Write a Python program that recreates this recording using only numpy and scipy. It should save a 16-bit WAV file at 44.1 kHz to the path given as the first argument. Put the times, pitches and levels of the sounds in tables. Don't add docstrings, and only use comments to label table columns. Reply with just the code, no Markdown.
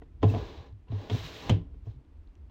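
import sys
import numpy as np
from scipy import signal
from scipy.fft import rfft, irfft
from scipy.io import wavfile
from scipy.ndimage import uniform_filter1d

SR = 44100
rng = np.random.default_rng(int(sys.argv[2]) if len(sys.argv) > 2 else 0)


def to_wav(sig):
    pcm = np.clip(np.atleast_2d(sig), -1, 1) * 32767
    pcm = np.round(pcm).astype(np.int16)
    wavfile.write(sys.argv[1], SR, pcm.T)


def field_ratio(decibels):
    return 10 ** (np.asarray(decibels, dtype=float) / 20)


N = 110250

# (time [s], body level [dB], crack level [dB], contact [ms], body [0 shelf, 1 wall, 2 light tap])
KNOCK_EVENTS = [(.0183, -46, -68, .15, 2), (.0207, -38.5, -68, .45, 2), (.034, -52, -72, .6, 2),
                (.220, -35, -52, 2.16, 0), (.2275, -26, -39, .6, 0), (.2305, -14, -38, 0.6, 0),
                (.2300, -20, -50, .7, 2), (.2345, -16, -50, 1.1, 2), (.240, -15.5, -46, 1.12, 0),
                (.300, -32, -58, 1.5, 0), (.316, -32, -58, 1.5, 0), (.338, -25, -46, 0.75, 0),
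                (.347, -26, -45, 0.78, 0), (.361, -29, -52, 0.75, 0), (.378, -35, -56, 1.23, 0),
                (.883, -47, -62, .7, 2), (.919, -34, -58, 1.27, 0), (1.0980, -28, -33, .25, 2),
                (1.1025, -31, -46, .6, 2), (1.110, -27, -48, 1.26, 0), (1.144, -29.5, -54, 1.23, 0),
                (1.203, -40, -62, 1.1, 2), (1.4950, -22, -22.5, .6, 2), (1.4980, -11, -36, 1.1, 1),
                (1.5075, -21, -42, 0.98, 1), (1.7415, -50, -70, .7, 2), (1.752, -46, -75, 2.5, 1),
                (1.858, -49, -72, .7, 2), (1.868, -43, -76, .8, 0), (2.497, -48, -68, .9, 0)]
# (frequency [Hz], level [dB], decay to -60 dB [s])
SHELF_MODES = [(168.3, -6, 0.11), (250.3, 1.5, .09), (349, -8, .07), (393, -7, .08), (427, -1.5, .075),
               (560, -13, .05), (711, -3, 0.07), (790, -9, 0.055), (860, -9, .05), (991, -9.5, .055),
               (1328, -19, .04), (1450, -19, .04)]
# (frequency [Hz], level [dB], decay to -60 dB [s])
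WALL_MODES = [(163, 2, .2), (215, -6, .07), (258, 5, .055), (282, -17, .45), (330, -2, .06), (430, -7, .05),
              (510, -6, .13), (600, -4, .045), (684, -7, .05), (880, -6, .05), (1000, -14, .07),
              (1900, -15, .03)]
# (frequency [Hz], level [dB], decay to -60 dB [s])
TAP_MODES = [(300, -4, .05), (450, 0, .03), (700, -1, .025), (950, -3, .018), (1450, -5, .012),
             (1900, -7, .012), (2600, -12, .008)]
# (shelf [s], wall [s], tap [s])
MODE_LAG = (.006, .005, .0015)
# (frequency [Hz], density [dB per Hz])
CRACK_SPECTRUM = [(300, -12), (700, -4), (1300, -16), (3200, -10), (4500, -20), (7000, -26), (10300, -44),
                  (14000, -48)]
# (frequency [Hz], width [Hz], level [dB])
BOARD_RESONANCES = [(105, 22, 3), (170, 40, -1.5), (270, 50, -1.5), (340, 50, -5), (421, 45, .6),
                    (593, 110, -7.5), (787, 54, -6.5), (980, 90, -9), (1430, 60, -17), (1630, 80, -14)]
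# (start [s], peak level [dB],
# frequency [Hz], swell [s], fall to -60 dB [s])
BOOM_EVENTS = [(.2415, -12.2, 103, .018, .1), (.245, -24, 150, .012, .05), (.305, -27, 118, .012, .07),
               (.347, -27, 95, .015, .07), (.375, -31, 125, .01, .05), (.385, -33, 62, .02, .08),
               (.565, -40, 78, .02, .08), (.595, -42, 115, .012, .05), (0.721, -41, 100.5, 0.014, .1),
               (.9005, -28.5, 112, .006, .05), (.926, -26, 99.5, 0.012, .14), (1.111, -21, 101, .03, .04),
               (1.141, -24, 125, .01, .025), (1.179, -36, 101.2, 0.013, .12), (1.235, -40, 150, .01, .06),
               (1.5045, -15, 103, .016, .075), (1.5105, -25, 140, .01, .04), (1.525, -29, 64, .015, .07),
               (1.543, -27, 100, .008, .1), (1.548, -32, 165, .015, .13), (1.61, -36, 85, .012, .04),
               (1.65, -41, 55, .02, .06), (1.868, -31, 105, .012, .07), (1.94, -47, 130, .02, .1),
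               (2.156, -45, 78.7, .03, .1), (2.37, -43.5, 75, 0.017, .12)]
# (time [s], rubbing level [dB], board level over rubbing [dB], paper sheen over rubbing [dB])
PUSH_PATHS = [
    [(.212, -80, 8, 0), (.255, -62, 10, 5), (.30, -56, 9, 11), (.355, -55, 13, -1.5), (.45, -56, 11, -3),
     (.56, -60, 12, -5), (.67, -68, 14, -7), (.74, -88, 16, -7)],
    [(.87, -84, 19, -5), (.94, -63, 15, -5), (1.0, -60, 12, -1), (1.09, -57, 9, -1), (1.13, -50.5, 5, 3),
     (1.28, -51, 2, 2.5), (1.41, -51, 2, 1), (1.49, -50, 9, -1.5), (1.57, -76, 4, 3)],
    [(1.82, -88, 8, 0), (1.868, -73.5, 10, 9), (1.91, -75, 8, 0), (1.97, -86, 8, 0)],
]
# (frequency [Hz], density [dB per Hz])
RUB_SPECTRUM = [(300, -25), (1100, -4), (1400, -5), (2200, -3), (3900, -.3), (4500, -8), (6500, -20),
                (9000, -45)]
# (frequency [Hz], density [dB per Hz])
SHEEN_SPECTRUM = [(3500, -40), (5200, -20), (7000, -21), (8500, -31), (10300, -41), (12500, -29),
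                  (15500, -26)]
# (time
# [s], peak level [dB], frequency [Hz], decay to -60 dB [s])
TICK_EVENTS = [(.083, -64, 2050, .04), (.284, -43, 3850, .035), (.296, -33, 2650, .032),
               (.297, -47, 3600, .035), (.298, -54.5, 8200, .03), (.7265, -56, 3800, .003),
               (.881, -55, 2800, .025), (.916, -52, 3900, .025), (1.4955, -26, 3050, .05),
               (1.4965, -34, 3195, .1), (1.4945, -37, 6000, .008), (1.496, -51, 13400, .01),
               (2.05, -62, 3500, .004), (2.2745, -55, 3940, .004), (2.354, -48, 3000, .003),
               (2.354, -50, 4300, .002), (2.354, -51, 5800, .002), (2.378, -61, 3500, .003)]
# (frequency [Hz], density [dB per Hz])
ROOM_SPECTRUM = [(12, -52.5), (20, -19.5), (66, -4), (106, -24), (170, -31), (282, -28.5), (520, -43),
                 (1000, -49), (2500, -55), (15500, -82)]


def level(x, db):
    return x * field_ratio(db) / np.sqrt(np.mean(x ** 2))


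def colour(x, points):
    hz, db = np.array(points).T
    f = np.arange(len(x) // 2 + 1) * SR / len(x) + 1
    gain = field_ratio(np.interp(np.log(f), np.log(hz), db))
    return irfft(rfft(x) * gain, len(x))


def band(x, hz, width):
    return signal.lfilter(*signal.iirpeak(hz, hz / width, fs=SR), x)


def fade(t, t60):
    return np.exp(-np.log(1000) * np.maximum(t, 0) / t60) * (t >= 0)


def walk(rate):
    hold = int(SR / rate)
    steps = np.repeat(rng.standard_normal(size=1500), hold)[:N]
    return 1.226 * uniform_filter1d(uniform_filter1d(steps, hold), hold)


def add(out, s, x):
    i = int(s * SR)
    out[i:i + len(x)] += x[:len(out) - i]


def body_ring(t, body, contact_ms, chance):
    hz, db, t60 = np.array((SHELF_MODES, WALL_MODES, TAP_MODES)[body]).T[:, :, None]
    chance = chance[:len(hz), None]
    late = t - MODE_LAG[body] * 100 / hz
    scattered = field_ratio(db + 1.8 * chance)
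    detuned_hz = hz * (1 + .015 * chance[::-1])
    ring = (scattered * fade(late, t60) * np.sin(2 * np.pi * detuned_hz * late)).sum(0)
    ring = np.convolve(ring, np.hanning(int(contact_ms * SR / 1000) + 3))[:len(t)]
    return ring / np.abs(ring).max()


def knocks():
    rattle_db, rattle_t60 = -22, .42
    crack_t60, tail_t60, tail_db = .028, .24, -18
    out, t = np.zeros(N), np.arange(SR // 2) / SR
    chance = rng.standard_normal(size=(len(KNOCK_EVENTS), 14))
    hiss = level(colour(rng.standard_normal(N), CRACK_SPECTRUM), 0)
    wash = colour(np.roll(hiss, N // 2), [(3500, 0), (7000, -8), (12000, -14)])
    rattle = colour(board(rng.standard_normal(N)), [(300, 0), (450, -7), (1200, -14)])
    rattle_env = field_ratio(rattle_db) * np.minimum(t / .015, 1) * fade(t, rattle_t60)
    crack_env = np.minimum(t / .0012, 1) * fade(t, crack_t60)
    tail_env = field_ratio(tail_db) * fade(t, tail_t60)

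    def excerpt(noise, s):
        return np.roll(noise, -int(s * SR))[:len(t)]

    for (s, body_db, crack_db, contact_ms, body), c in zip(KNOCK_EVENTS, chance):
        ring = body_ring(t, round(body), contact_ms, c)
        add(out, s, field_ratio(body_db) * (ring + rattle_env * excerpt(rattle, s)))
        add(out, s, field_ratio(crack_db) * tail_env * excerpt(wash, s))
        bright = hiss if crack_db > -30 else wash
        add(out, s, field_ratio(crack_db) * crack_env * excerpt(bright, s))
    return out


def board(drive):
    dulled = colour(drive, [(1000, 0), (2000, -14), (6000, -50)])
    out = np.zeros(N)
    for hz, width, db in BOARD_RESONANCES:
        out += field_ratio(db + 2.5 * walk(18)) * level(band(dulled, hz, width), 0)
    return level(out, 0)


def booms():
    out, t = np.zeros(N), np.arange(SR // 2) / SR
    for s, db, hz, swell, t60 in BOOM_EVENTS:
        rise = np.sin(np.pi / 2 * np.minimum(t / swell, 1))
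        fall = np.exp(-np.log(1000) * (np.maximum(t - swell, 0) / t60) ** 2.2)
        add(out, s, field_ratio(db) * rise * fall * np.sin(2 * np.pi * hz * t))
    return out


def fibres():
    grains_per_s, grain_db = 3000, 3.5
    sizes = field_ratio(grain_db * np.minimum(rng.exponential(size=N), 4))
    caught = rng.random(N) < grains_per_s / SR
    grains = caught * rng.standard_normal(N) * sizes
    return level(grains, -8) + rng.standard_normal(N)


def slide():
    t, out = np.arange(N) / SR, np.zeros(N)
    catch = fibres() * field_ratio(1.6 * walk(30))
    scale = np.std(colour(rng.standard_normal(N), RUB_SPECTRUM))
    rub = colour(catch, RUB_SPECTRUM) / scale
    sheen = colour(catch, SHEEN_SPECTRUM) / scale
    wood = board(fibres())
    for push in PUSH_PATHS:
        s, db, weight_db, sheen_db = np.array(push).T
        weight = field_ratio(np.interp(t, s, weight_db))
        gloss = field_ratio(np.interp(t, s, sheen_db))
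        out += field_ratio(np.interp(t, s, db, -140, -140)) * (rub + weight * wood + gloss * sheen)
    return out


def ticks():
    out, t = np.zeros(N), np.arange(SR // 10) / SR
    rough = 1 + .22 * walk(400)
    for s, db, hz, t60 in TICK_EVENTS:
        env = np.minimum(t / (t60 * .15), 1) * fade(t, t60)
        add(out, s, field_ratio(db) * env * np.sin(2 * np.pi * hz * t))
    return out * rough


def room():
    out, bed = np.zeros(N), colour(rng.standard_normal(N), ROOM_SPECTRUM)
    # (low edge Hz, high edge Hz, sway dB)
    sways = [(14.7, 56, 3.1), (60, 147, 3), (140.5, 400, 2.2), (400, 1300, 1.5), (1300, 20000, 0.46)]
    for lo, hi, sway_db in sways:
        sos = signal.butter(2, [lo, hi], "band", fs=SR, output="sos")
        out += field_ratio(sway_db * walk(5.75)) * signal.sosfiltfilt(sos, bed)
    return level(out, -48.5)


def scene():
    struck = signal.lfilter(*signal.butter(2, 45, "high", fs=SR), knocks() + booms())
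    return (struck + slide() + ticks() + room())[None]


def roll_off(x):
    return signal.sosfilt(signal.butter(12, 15910, fs=SR, output="sos"), x)


def record(dry):
    top_cut = signal.ellip(8, .2, 70, 15800, fs=SR, output="sos")
    mix = signal.sosfilt(top_cut, dry)
    return roll_off(mix)


dry = scene()
out = record(dry)
to_wav(out)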